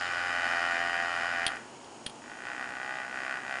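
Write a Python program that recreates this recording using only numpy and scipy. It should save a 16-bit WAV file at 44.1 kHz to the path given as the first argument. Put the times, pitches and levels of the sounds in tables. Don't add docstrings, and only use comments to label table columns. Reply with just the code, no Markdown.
import sys
import numpy as np
from scipy import signal
from scipy.fft import rfft, irfft
from scipy.io import wavfile
from scipy.ndimage import uniform_filter1d

SR = 44100
rng = np.random.default_rng(int(sys.argv[2]) if len(sys.argv) > 2 else 0)


def master(y):
    cut = np.clip(np.atleast_2d(y).T, -1, 1)
    pcm = np.round(cut * 32767)
    wavfile.write(sys.argv[1], SR, pcm.astype(np.int16))


N = 158760


def undb(db):
    return 10 ** (np.asarray(db) / 20)


def unit(x):
    return x / np.sqrt(np.sum(x ** 2))


def curve(rows, t):
    return np.interp(t, *np.array(rows).T)


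def through(x, response):
    return signal.fftconvolve(x, response)[:N]


ONSET_S = 0.0004


def colour(points, size=4096, causal=0.84, lead=0):
    hz, db = np.array(points).T
    bin_hz = np.maximum(np.arange(size // 2 + 1) * SR / size, 1)
    log_gain = np.log(undb(np.interp(np.log(bin_hz), np.log(hz), db)))
    cepstrum = irfft(log_gain)
    share = 1 - (1 - causal) * np.exp(-np.arange(1, size // 2) / SR / ONSET_S)
    cepstrum[1:size // 2] *= 1 + share
    cepstrum[size // 2 + 1:] *= 1 - share[::-1]
    response = irfft(np.exp(rfft(cepstrum)))
    return unit(np.roll(response, lead))


def fade(t60_s):
    return np.exp(-np.log(1000) * np.arange(SR // 2) / SR / t60_s)


def mode(hz, t60_s):
    t = np.arange(SR // 2) / SR
    return unit(np.cos(2 * np.pi * hz * t) * fade(t60_s))


def impulses(times_s, gains, size=8):
    at = np.asarray(times_s)[:, None] * SR
    index = at.astype(int) + np.arange(1 - size, size + 1)
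    offset = index - at
    taps = np.sinc(offset) * np.sinc(offset / size) * np.asarray(gains)[:, None]
    return np.bincount(np.clip(index, 0, N).ravel(), taps.ravel(), N + 1)[:N]


# (frequency [Hz], relative density [dB per Hz])
AIR_SPECTRUM = [(25, -33), (38, -35.5), (55, -18), (80, -10.5), (100, -11), (135, -2), (180, -7.5),
                (240, 1.5), (340, 1), (450, -2.5), (900, 0.5), (1300, -8.5), (2000, -14), (3000, -11),
                (3600, -20.5), (4900, -16.5), (6350, -18.5), (6750, -10.5), (7000, -17), (10000, -23)]
# (frequency [Hz], RMS level [dB])
ROOM_TONES = [(236.9, -67), (834.4, -68), (2885, -79), (5604, -75.5)]
AIR_DB = -48


def background():
    t = np.arange(N) / SR
    air = undb(AIR_DB) * through(rng.standard_normal(N), colour(AIR_SPECTRUM))
    tones = sum(undb(db) * np.sqrt(2) * np.sin(2 * np.pi * hz * t) for hz, db in ROOM_TONES)
    return air + tones


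ROOM_DB, ROOM_T60_S, ROOM_TREBLE_T60_S, ROOM_DELAY_S = -7, 0.45, 0.2, .004


def room(x, split_hz=2500):
    noise = rng.standard_normal(SR // 2)
    low = signal.sosfilt(signal.butter(2, split_hz, fs=SR, output="sos"), noise)
    treble = noise - low
    arrived = np.arange(SR // 2) / SR > ROOM_DELAY_S
    tail = (low * fade(ROOM_T60_S) + treble * fade(ROOM_TREBLE_T60_S)) * arrived
    return undb(ROOM_DB) * through(x, unit(tail))


# (delay [s], level [dB])
FIRST_REFLECTIONS = [(.0016, -14), (.0042, -23.5), (.0073, -19.5)]


def reflected(x):
    delays_s, db = np.array(FIRST_REFLECTIONS).T
    return x + through(x, impulses(delays_s, undb(db))[:SR // 20])


# (time [s], crack level [dB], ping level [dB], thump level [dB])
SWITCH_SNAPS = [(1.4651, -23, -17, -42), (1.4658, 4, -6, -17), (1.4685, -20, -17, -40),
                (1.4795, -5.5, -44, -41), (1.845, -24, -50, -44), (2.0624, -14, -33, -40),
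                (2.0645, -3.5, -21, -17), (2.077, -27, -44, -50), (2.0777, -20, -48, -47),
                (2.097, -19, -32, -45)]
# (frequency [Hz], relative level [dB])
CRACK_SPECTRUM = [(100, -4.5), (800, -26), (1400, 1.5), (2100, 2.5), (2600, -3.5), (3200, 9), (3800, 3.5),
                  (4500, 1.5), (5600, -9.5), (7500, -20), (10000, 0)]
# (frequency [Hz], relative level [dB])
THUMP_SPECTRUM = [(25, 1), (60, -1), (200, 1.5), (500, -3.5), (900, -17), (1600, -11), (4000, -42)]
RATTLE_T60_S, CRACK_SHARE = 0.023, 0.8
PING_HZ, PING_T60_S = 9400, 0.031
SPRING_HZ, SPRING_T60_S, SPRING_RE_CRACK_DB = 3235, 0.11, -11


def switch():
    times_s, crack_db, ping_db, thump_db = np.array(SWITCH_SNAPS).T
    snap = unit(rng.standard_normal(SR // 2) * fade(RATTLE_T60_S))
    snap[0] += CRACK_SHARE
    crack = through(through(impulses(times_s, undb(crack_db)), unit(snap)), colour(CRACK_SPECTRUM))
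    ping = through(impulses(times_s, undb(ping_db)), mode(PING_HZ, PING_T60_S))
    thump = through(impulses(times_s, undb(thump_db)), colour(THUMP_SPECTRUM))
    spring_blows = impulses(times_s, undb(crack_db + SPRING_RE_CRACK_DB))
    spring = through(spring_blows, mode(SPRING_HZ, SPRING_T60_S))
    return crack + ping + thump + spring


def hum(rate_hz, turns, hum_db):
    swing = uniform_filter1d((rate_hz / rate_hz.max()) ** 2, SR // 20)
    return undb(hum_db) * np.sqrt(2) * np.sin(2 * np.pi * turns) * swing


# (frequency [Hz], relative density [dB per Hz])
RUB_SPECTRUM = [(200, -23), (600, -15.5), (1000, -3.5), (1500, 11), (2000, -16), (2200, -4.5), (3000, -4),
                (3500, -13), (5000, -5.5), (5900, -18.5), (7100, -13.5), (8200, -26), (10000, -31)]
RUB_BASE_DB, RUB_DECAY_TURNS, RUB_STEADY = -40.5, 0.87, .35


def rub(turns, force_gain, rub_db):
    contact = (RUB_STEADY + np.exp(-(turns % 1) / RUB_DECAY_TURNS)) * force_gain
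    return undb(RUB_BASE_DB + rub_db) * through(rng.standard_normal(N) * contact, colour(RUB_SPECTRUM))


# (frequency [Hz], relative level [dB])
CHATTER_SPECTRUM = [(500, -26), (1100, -9), (1800, 20.5), (2150, -4.5), (2400, 8.5), (3050, 20),
                    (3400, -12.5), (4400, -8), (5100, 8), (5900, -18.5), (7100, -2), (8200, -19.5),
                    (10000, -32)]
CHATTER_DB, CHATTER_T60_S = -19.5, 0.03


def chatter(blows):
    burst = rng.standard_normal(SR // 2) * fade(CHATTER_T60_S)
    teeth = unit(through(burst, colour(CHATTER_SPECTRUM)))
    return undb(CHATTER_DB) * through(blows, teeth)


WHINE_HZ, WHINE_T60_S, WHINE_SCATTER_DB = 1483, .12, 2


def whine(times_s, gains, singing, whine_db):
    uneven = gains * undb(WHINE_SCATTER_DB * singing)
    return undb(whine_db) * through(impulses(times_s, uneven), mode(WHINE_HZ, WHINE_T60_S))


# (frequency [Hz], T60 [s], relative level [dB])
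HOUSING_MODES = [(685.6, 0.15, -6), (834.3, 0.24, 4), (1180, 0.038, -14.5), (1570, 0.024, -8),
                 (1849, 0.022, -4), (2374, 0.12, -25), (3010, 0.12, -25.5), (4416, 0.027, -17),
                 (4970, 0.058, -23.5), (7000, 0.093, -28)]
RING_DB = -20


def housing(blows):
    modes = sum(undb(db) * mode(hz, t60_s) for hz, t60_s, db in HOUSING_MODES)
    return undb(RING_DB) * through(blows, modes)


# (frequency [Hz], relative level [dB])
KNOCK_SPECTRUM = [(60, -50), (250, -19), (480, -19.5), (600, -9.5), (690, -2), (780, -1), (900, -6),
                  (1020, -9), (1150, -1.5), (1350, -7.5), (1600, 1.5), (1780, -2), (1900, 2), (2020, -0.5),
                  (2170, -15), (2370, -4.5), (2650, -10.5), (3050, -13.5), (3300, -19), (4400, -31.5),
                  (5900, -48), (10000, -62.5)]
KNOCK_BASE_DB, KNOCK_CAUSAL, KNOCK_LEAD_SAMPLES = -5, 0.52, 128


def knock(blows, dryness_db):
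    response = colour(KNOCK_SPECTRUM, causal=KNOCK_CAUSAL, lead=KNOCK_LEAD_SAMPLES)
    aligned = signal.fftconvolve(blows, response)[KNOCK_LEAD_SAMPLES:KNOCK_LEAD_SAMPLES + N]
    return undb(KNOCK_BASE_DB + dryness_db) * aligned


FORCE_SCATTER_DB, MIN_JITTER_S = 0.62, .000005


def brush(speed, force, dryness, stumble, hum_db, rub_db, whine_db):
    t = np.arange(N) / SR
    running = (t >= speed[0][0]) & (t <= force[-1][0])
    rate_hz = curve(speed, t) * running
    turns = np.cumsum(rate_hz) / SR
    times_s = np.interp(np.arange(1, int(turns[-1]) + 1), turns, t)
    late, hard, singing = rng.standard_normal((N // 100, 3))[:len(times_s)].T
    times_s = times_s + (MIN_JITTER_S + curve(stumble, times_s)) * late
    gains = undb(curve(force, times_s) + FORCE_SCATTER_DB * hard)
    blows = impulses(times_s, gains)
    struck = chatter(blows) + whine(times_s, gains, singing, whine_db) + housing(blows)
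    moving = hum(rate_hz, turns, hum_db) + rub(turns, undb(curve(force, t)) * running, rub_db)
    return moving + struck + knock(blows, curve(dryness, t))


# (time [s], knock rate [1/s])
FAST_RATE = [(0, 89.5), (.06, 89.2), (.145, 86.7), (.19, 88.4), (.265, 88.7), (.34, 86.9), (.45, 87.2),
             (.555, 85.4), (.62, 86.9), (.755, 85.1), (.84, 86.3), (.92, 86.1), (.975, 85.3), (1.05, 86.5),
             (1.14, 86.5), (1.19, 85), (1.275, 87.2), (1.4, 85.2), (1.468, 86), (1.5, 71), (1.58, 51)]
# (time [s], level [dB])
FAST_STRENGTH = [(0, 0), (.08, -1.5), (.13, -2), (.3, -2), (.47, -1), (.76, -1), (.87, -2.5), (.98, -2.1),
                 (1.07, -3.5), (1.2, -2), (1.3, -3.5), (1.42, -3.5), (1.5, -7), (1.575, -12), (1.6, -38)]
# (time [s], level [dB])
FAST_DRYNESS = [(0, -8), (.15, -6), (.35, -3), (.6, -2.5), (1.0, -1.5), (1.2, -3), (1.4, -1.5), (1.58, -1)]
# (time [s], added timing spread [s])
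FAST_SPREAD = [(0, 0.000014), (.32, 0.000028), (.42, 0.00018), (0.519, 0.00011), (.6, 0.000019),
               (1.13, 0.0000061), (1.24, 0.0001), (1.36, 0.000041)]


def fast_run():
    return brush(FAST_RATE, FAST_STRENGTH, FAST_DRYNESS, FAST_SPREAD,
                 hum_db=-61.5, rub_db=1.5, whine_db=-9)


# (time [s], knock rate [1/s])
SLOW_RATE = [(2.2, 48.3), (2.29, 53), (2.35, 55.2), (2.41, 62), (2.455, 61.5), (2.485, 63.1), (2.56, 63.6),
             (2.61, 64.7), (2.645, 62.8), (2.69, 62.3), (2.75, 64.4), (2.99, 64.6), (3.05, 62.4),
             (3.1, 64.3), (3.17, 65.5), (3.32, 65.9), (3.37, 63.7), (3.42, 63.7), (3.46, 66.3), (3.6, 65.8)]
# (time [s], level [dB])
SLOW_STRENGTH = [(2.2, -27), (2.28, -18.5), (2.32, -17), (2.37, -20.5), (2.46, -9.5), (2.56, -12),
                 (2.62, -8), (2.68, -13), (2.74, -13.5), (2.82, -10.5), (2.99, -9), (3.09, -13.5),
                 (3.17, -7.5), (3.33, -7), (3.43, -14.5), (3.521, -5.5), (3.6, -9.5)]
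# (time [s], level [dB])
SLOW_DRYNESS = [(2.3, 0), (2.5, 0), (3.6, 0)]
# (time [s], added timing spread [s])
SLOW_SPREAD = [(2.3, 0.000086), (2.5, 0.00006), (3.2, 0.000038), (3.32, 0.000059), (3.55, 0.000036)]


def slow_run():
    return brush(SLOW_RATE, SLOW_STRENGTH, SLOW_DRYNESS, SLOW_SPREAD,
                 hum_db=-75, rub_db=-1, whine_db=-5.5)


SWITCH_TO_ROOM_DB = -10


def scene():
    motor = fast_run() + slow_run()
    clicks = switch()
    reverb = room(motor + undb(SWITCH_TO_ROOM_DB) * clicks)
    return (reflected(motor) + clicks + reverb + background())[None]


TOP_HZ = 10080


def record(dry):
    return signal.sosfilt(signal.ellip(12, .2, 70, TOP_HZ, fs=SR, output="sos"), dry)


dry = scene()
out = record(dry)
master(out)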